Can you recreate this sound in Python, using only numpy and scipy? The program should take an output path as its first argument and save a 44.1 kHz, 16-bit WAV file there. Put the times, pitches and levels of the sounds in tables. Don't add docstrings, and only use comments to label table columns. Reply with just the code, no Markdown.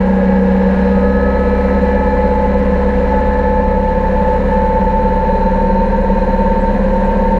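import sys
import numpy as np
from scipy import signal
from scipy.fft import rfft, irfft, next_fast_len
from scipy.io import wavfile
from scipy.ndimage import uniform_filter1d, minimum_filter1d

SR = 44100
rng = np.random.default_rng(int(sys.argv[2]) if len(sys.argv) > 2 else 0)


def unload_audio(sound):
    columns = np.transpose(np.atleast_2d(sound))
    steps = np.round(np.clip(columns, -1, 1) * 32767)
    wavfile.write(sys.argv[1], SR, steps.astype(np.int16))


N = 325899
TIME = np.arange(N) / SR

CYLINDER_SWELL = (0.19, 2, 0.81, -0.097)
# time_s, relative_db
GRASS_THICKNESS = [(0, 0.5), (.4, -1), (.78, 1.4), (1.15, -1), (1.7, 1), (2.15, 0), (2.4, 0), (2.95, 1.1),
                   (3.3, 0.1), (3.72, -2), (4.2, 1.1), (4.55, 0.8), (4.95, -0.8), (5.35, -0.1), (5.9, -0.2),
                   (6.3, 0.5), (7.39, 1.1)]


def amp(db):
    return 10 ** (np.asarray(db) / 20)


def unit(x):
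    return x / np.sqrt(np.mean(abs(x) ** 2) + 1e-20)


def curves(table):
    s, *columns = np.transpose(table)
    return [np.interp(TIME, s, c) for c in columns]


def read(points, hz):
    f, db = np.transpose(points)
    return np.interp(np.log(hz + 1), np.log(f), db)


def wander(hz, size=4096):
    f = np.fft.rfftfreq(size, TIME[-1] / size)
    spectrum = rfft(rng.standard_normal(size)) / (1 + (f / hz) ** 2)
    slow = irfft(spectrum)
    return np.interp(TIME, np.linspace(0, TIME[-1], size), unit(slow))


def colour(x, db_of):
    size = next_fast_len(N, True)
    hz = np.fft.rfftfreq(size, 1 / SR)
    return irfft(rfft(x, size) * amp(db_of(hz)), size)[:N] * np.sqrt(SR / 2)


def tone(turns, db):
    return np.sqrt(2) * amp(db) * np.sin(2 * np.pi * (turns + rng.random()))


def lift(modes, hz):
    return sum(db * np.exp(-.5 * ((hz - f) / width) ** 2) for f, width, db in modes)


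def trail(modes, hz):
    return sum(db * width * (hz - f) / (width ** 2 + (hz - f) ** 2) for f, width, db in modes)


def swept(response, modes, order, speed):
    speeds = np.linspace(speed.min(), speed.max(), 200)
    return np.interp(speed, speeds, response(modes, order * speeds))


def engine(turns, speed, jitter_cycles=.0009, lag_cycles=.72, spread_cycles=.04, ring_lag=.013,
           growl_order=30, tight_speed=16.5, stray_turns=.06, stray_per_speed=.13):
    # order, level_db
    shakes = [(2, -35), (4, -27), (6, -50), (7, -44.5), (8, -42.5), (9, -52.5), (10, -46), (11, -44),
              (12, -36.5), (13, -56.5), (14, -53.5), (15, -69.5), (16, -55.5), (17, -65.5), (18, -52),
              (19, -47.5), (20, -43.5), (21, -46), (22, -49.7), (23, -48.5), (24, -49.5), (25, -52),
              (26, -54.5), (27, -54), (28, -56.5), (29, -55), (30, -47), (31, -55), (32, -55), (33, -56),
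              (34, -54), (35, -54), (36, -47), (40, -44.5), (54, -43), (56, -40), (58, -47.5), (60, -42.5)]
    # centre_hz, half_width_hz, lift_db
    bodywork = [(34.94, 2.0, 18), (65.75, 2.0, 9), (103, 2.8, 15), (136.3, 5.0, 7.5), (168.7, 2.9, 11),
                (190.75, 9.27, 23.5), (222.5, 9.3, 27), (262.2, 11.1, 27.5), (292.5, 6.9, 8),
                (365, 2.8, 11.5), (412, 6.3, 17.5), (494.2, 32.4, 27.5), (547.5, 16.2, 18), (588, 10.9, 18)]
    turns = turns + jitter_cycles * wander(13)
    scatter = stray_turns + stray_per_speed * abs(speed - tight_speed)
    out = np.zeros(N)
    for order, db in shakes:
        delay = order * lag_cycles - .5 * spread_cycles * (order - growl_order) ** 2
        delay = delay + ring_lag * swept(trail, bodywork, order, speed)
        stray = scatter * wander(.2)
        gain = amp(db + swept(lift, bodywork, order, speed))
        out += np.sqrt(2) * gain * np.cos(2 * np.pi * (order * turns - delay + stray))
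    return out


def whine(turns, speed, order=52, rest_db=-30.5, catch_s=.04, let_go_s=.03,
          spell_slip_turns=.03, rest_slip_turns=.11, flutter_db=1.5, flutter_hz=22, sway_db=.66, sway_hz=7,
          steady_speed=16.85, beat_depth=.06, beat_per_speed=.45):
    # start_s, end_s, level_db
    spells = [(1.83, 2.14, -23), (2.175, 2.477, -21.5), (3.078, 3.388, -20), (3.414, 4.074, -21),
              (4.12, 4.38, -20), (4.483, 5.86, -18.5), (5.9, 5.965, -17.5), (6.028, 6.682, -22),
              (6.893, 7.395, -21.5)]
    db = np.full(N, float(rest_db))
    caught = np.zeros(N)
    for start, end, spell_db in spells:
        catch = np.clip((TIME - start) / catch_s, 0, 1)
        let_go = np.clip(1 - (TIME - end) / let_go_s, 0, 1)
        held = catch * let_go
        db += held * (spell_db - rest_db)
        caught = np.maximum(caught, held)
    depth = beat_depth + beat_per_speed * abs(speed - steady_speed)
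    beat = 1 + depth * np.cos(2 * np.pi * turns)
    slip = (rest_slip_turns + caught * (spell_slip_turns - rest_slip_turns)) * wander(flutter_hz)
    level_db = db + sway_db * wander(sway_hz) + flutter_db * wander(flutter_hz)
    return beat * tone(order * turns + slip, level_db)


def gears(turns, speed, trim_db=-1.0, mesh_order=104.15, backlash_cycles=.00055,
          flutter_db=2.5, flutter_hz=6, chatter_db=2, rock=.37):
    # order, level_db
    gear_tones = [(62, -58.5), (63, -58.5), (76, -62), (78, -50), (82, -53.5), (85, -61), (90, -46),
                  (100, -56.5), (108, -57), (120, -62.5), (130, -64.5), (142, -52), (331.2, -71.5)]
    # centre_hz, half_width_hz, lift_db
    casing = [(1034, 26, 14.5), (1277, 17.5, 19), (1413, 2.7, 11), (1590, 19, 7), (1689.5, 53, 16),
              (1890, 18, 7), (1978, 30, 22.5), (2166, 54, 13), (2345, 11, 7.5), (5370, 100, 6)]
    # time_s, level_db
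    mesh_level = [(0, -36.5), (.8, -37), (1.3, -31), (1.7, -38.5), (2, -33), (2.5, -44), (3.4, -34),
                  (3.8, -39.5), (4.8, -38.5), (5.6, -51.5), (6.3, -45.5), (7.39, -49)]
    turns = turns + backlash_cycles * wander(29)
    faint = np.zeros(N)
    for order, db in gear_tones:
        level_db = db + swept(lift, casing, order, speed) + flutter_db * wander(flutter_hz)
        faint += tone(order * turns, level_db)
    mesh = tone(mesh_order * turns, curves(mesh_level)[0] + chatter_db * wander(23))
    rocking = 1 + rock * np.cos(2 * np.pi * len(CYLINDER_SWELL) * turns)
    return amp(trim_db) * faint + mesh * rocking


def rush(turns, speed, rumble_trim_db=2.5, knock=.47, knock_decay_firings=.15, tick=.68, patchy_db=.6,
         rumble_follow=1.1, roar_follow=.78, clatter_follow=.8, ease_db_per_speed=1.4,
         low_hz=330, high_hz=1150):
    # pitch_hz, density_db_per_hz
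    rush_spectrum = [(15, -55.5), (65, -54), (110, -69), (160, -63), (320, -63), (410, -54.5), (650, -60.5),
                     (1040, -58), (1220, -70), (1550, -66), (2200, -71), (2900, -77), (3400, -84.5),
                     (4500, -88), (7000, -106)]
    # centre_hz, half_width_hz, lift_db
    panels = [(195.3, 22.4, 19), (260, 20, 9.5), (485.4, 29, 10.5), (563, 32.5, 14.5), (724, 35, 5),
              (886, 34.6, 11), (1706, 70, 8.5), (1962, 40, 6.5), (3730, 98, 4), (4090, 130, 4.5)]

    def band(lo, hi):
        def db_of(hz):
            edges = (1 + (lo / (hz + 1)) ** 8) * (1 + (hz / hi) ** 8)
            return read(rush_spectrum, hz) + lift(panels, hz) - 10 * np.log10(edges)
        return db_of

    count = len(CYLINDER_SWELL)
    firing = count * turns
    swell_db = np.interp(firing, np.arange(count), CYLINDER_SWELL, period=count)
    knocks = knock * np.exp(-(firing % 1) / knock_decay_firings)
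    ticks = tick * np.cos(np.pi * count * firing) ** 2
    load_db, = curves(GRASS_THICKNESS)
    labour_db = ease_db_per_speed * (speed.max() - speed)
    clatter_db = labour_db + clatter_follow * load_db + patchy_db * wander(40)
    rumble = unit(rng.standard_normal(N) * amp(rumble_follow * load_db))
    roar = unit(rng.standard_normal(N) * amp(roar_follow * load_db + swell_db))
    clatter = unit(rng.standard_normal(N) * (1 + knocks + ticks) * amp(clatter_db))
    return (amp(rumble_trim_db) * colour(rumble, band(10, low_hz))
            + colour(roar, band(low_hz, high_hz))
            + colour(clatter, band(high_hz, 8000)))


def mower(turns, order=2.6, level_db=-29.5, sway_db=3, drift_turns=.042):
    return tone(order * turns + drift_turns * wander(.89), level_db + sway_db * wander(2.7))


def steel(ring_hz=4066, width_hz=34, waver_db=.5):
    # time_s, level_db
    ring_level = [(0, -68), (.8, -53.5), (1.7, -53), (3.3, -56.5), (4.1, -60), (4.9, -57), (5.35, -52),
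                  (6.2, -52.5), (7.39, -58.5)]

    def resonance_db(hz):
        return -20 * np.log10(1 + ((hz - ring_hz) / (2 * width_hz)) ** 2)

    ring = colour(rng.standard_normal(N), resonance_db)
    return amp(curves(ring_level)[0]) * unit(ring * amp(waver_db * wander(2.8)))


def grass(patchy_db=.9):
    # pitch_hz, density_db_per_hz
    hiss = [(2000, -110), (4500, -100.5), (5400, -99.5), (6100, -93), (6550, -98.5), (6950, -92),
            (7400, -99), (8200, -103), (9000, -101), (10800, -102), (11700, -108), (12400, -104),
            (14300, -119)]
    clumps_db = curves(GRASS_THICKNESS)[0] + patchy_db * wander(50)
    stalks = unit(rng.standard_normal(N) * amp(clumps_db))
    return colour(stalks, lambda hz: read(hiss, hz))


def squeaks(fall=.01):
    # start_s, length_s, pitch_hz, level_db
    squeak_events = [(6.595, 0.04, 7680, -56), (7.027, .055, 7670, -59)]
    out = np.zeros(N)
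    for start, length, hz, db in squeak_events:
        along = np.clip((TIME - start) / length, 0, 1)
        pitch_hz = hz * (1 - fall * (along - .5))
        out += np.sin(np.pi * along) ** 2 * tone(np.cumsum(pitch_hz) / SR, db)
    return out


def scene():
    # time_s, cycles_per_s
    engine_speed = [(0, 15.888), (0.75, 15.974), (1.25, 16.419), (1.5, 16.476), (2, 16.563), (2.5, 16.669),
                    (3, 16.624), (3.5, 16.756), (4, 16.943), (4.25, 16.846), (4.5, 16.879), (5, 17.0),
                    (5.25, 17.049), (5.75, 17.397), (6, 17.441), (6.25, 17.389), (7, 17.43), (7.39, 17.396)]
    speed, = curves(engine_speed)
    turns = np.cumsum(speed) / SR
    tractor = engine(turns, speed) + whine(turns, speed) + gears(turns, speed) + rush(turns, speed)
    return (tractor + mower(turns) + steel() + grass() + squeaks())[None]


def record(dry, ceiling=.87, size=300, edge_hz=14300):
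    needed = np.minimum(1, ceiling / (abs(dry) + 1e-9))
    gain = minimum_filter1d(needed, 2 * size)
    smooth_gain = uniform_filter1d(uniform_filter1d(gain, size), size)
    soft = dry * smooth_gain * signal.windows.tukey(N, .002)
    low_pass = signal.firwin(255, edge_hz, window=("kaiser", 9), fs=SR)
    return signal.oaconvolve(soft, low_pass[None], "same")


dry = scene()
out = record(dry)
unload_audio(out)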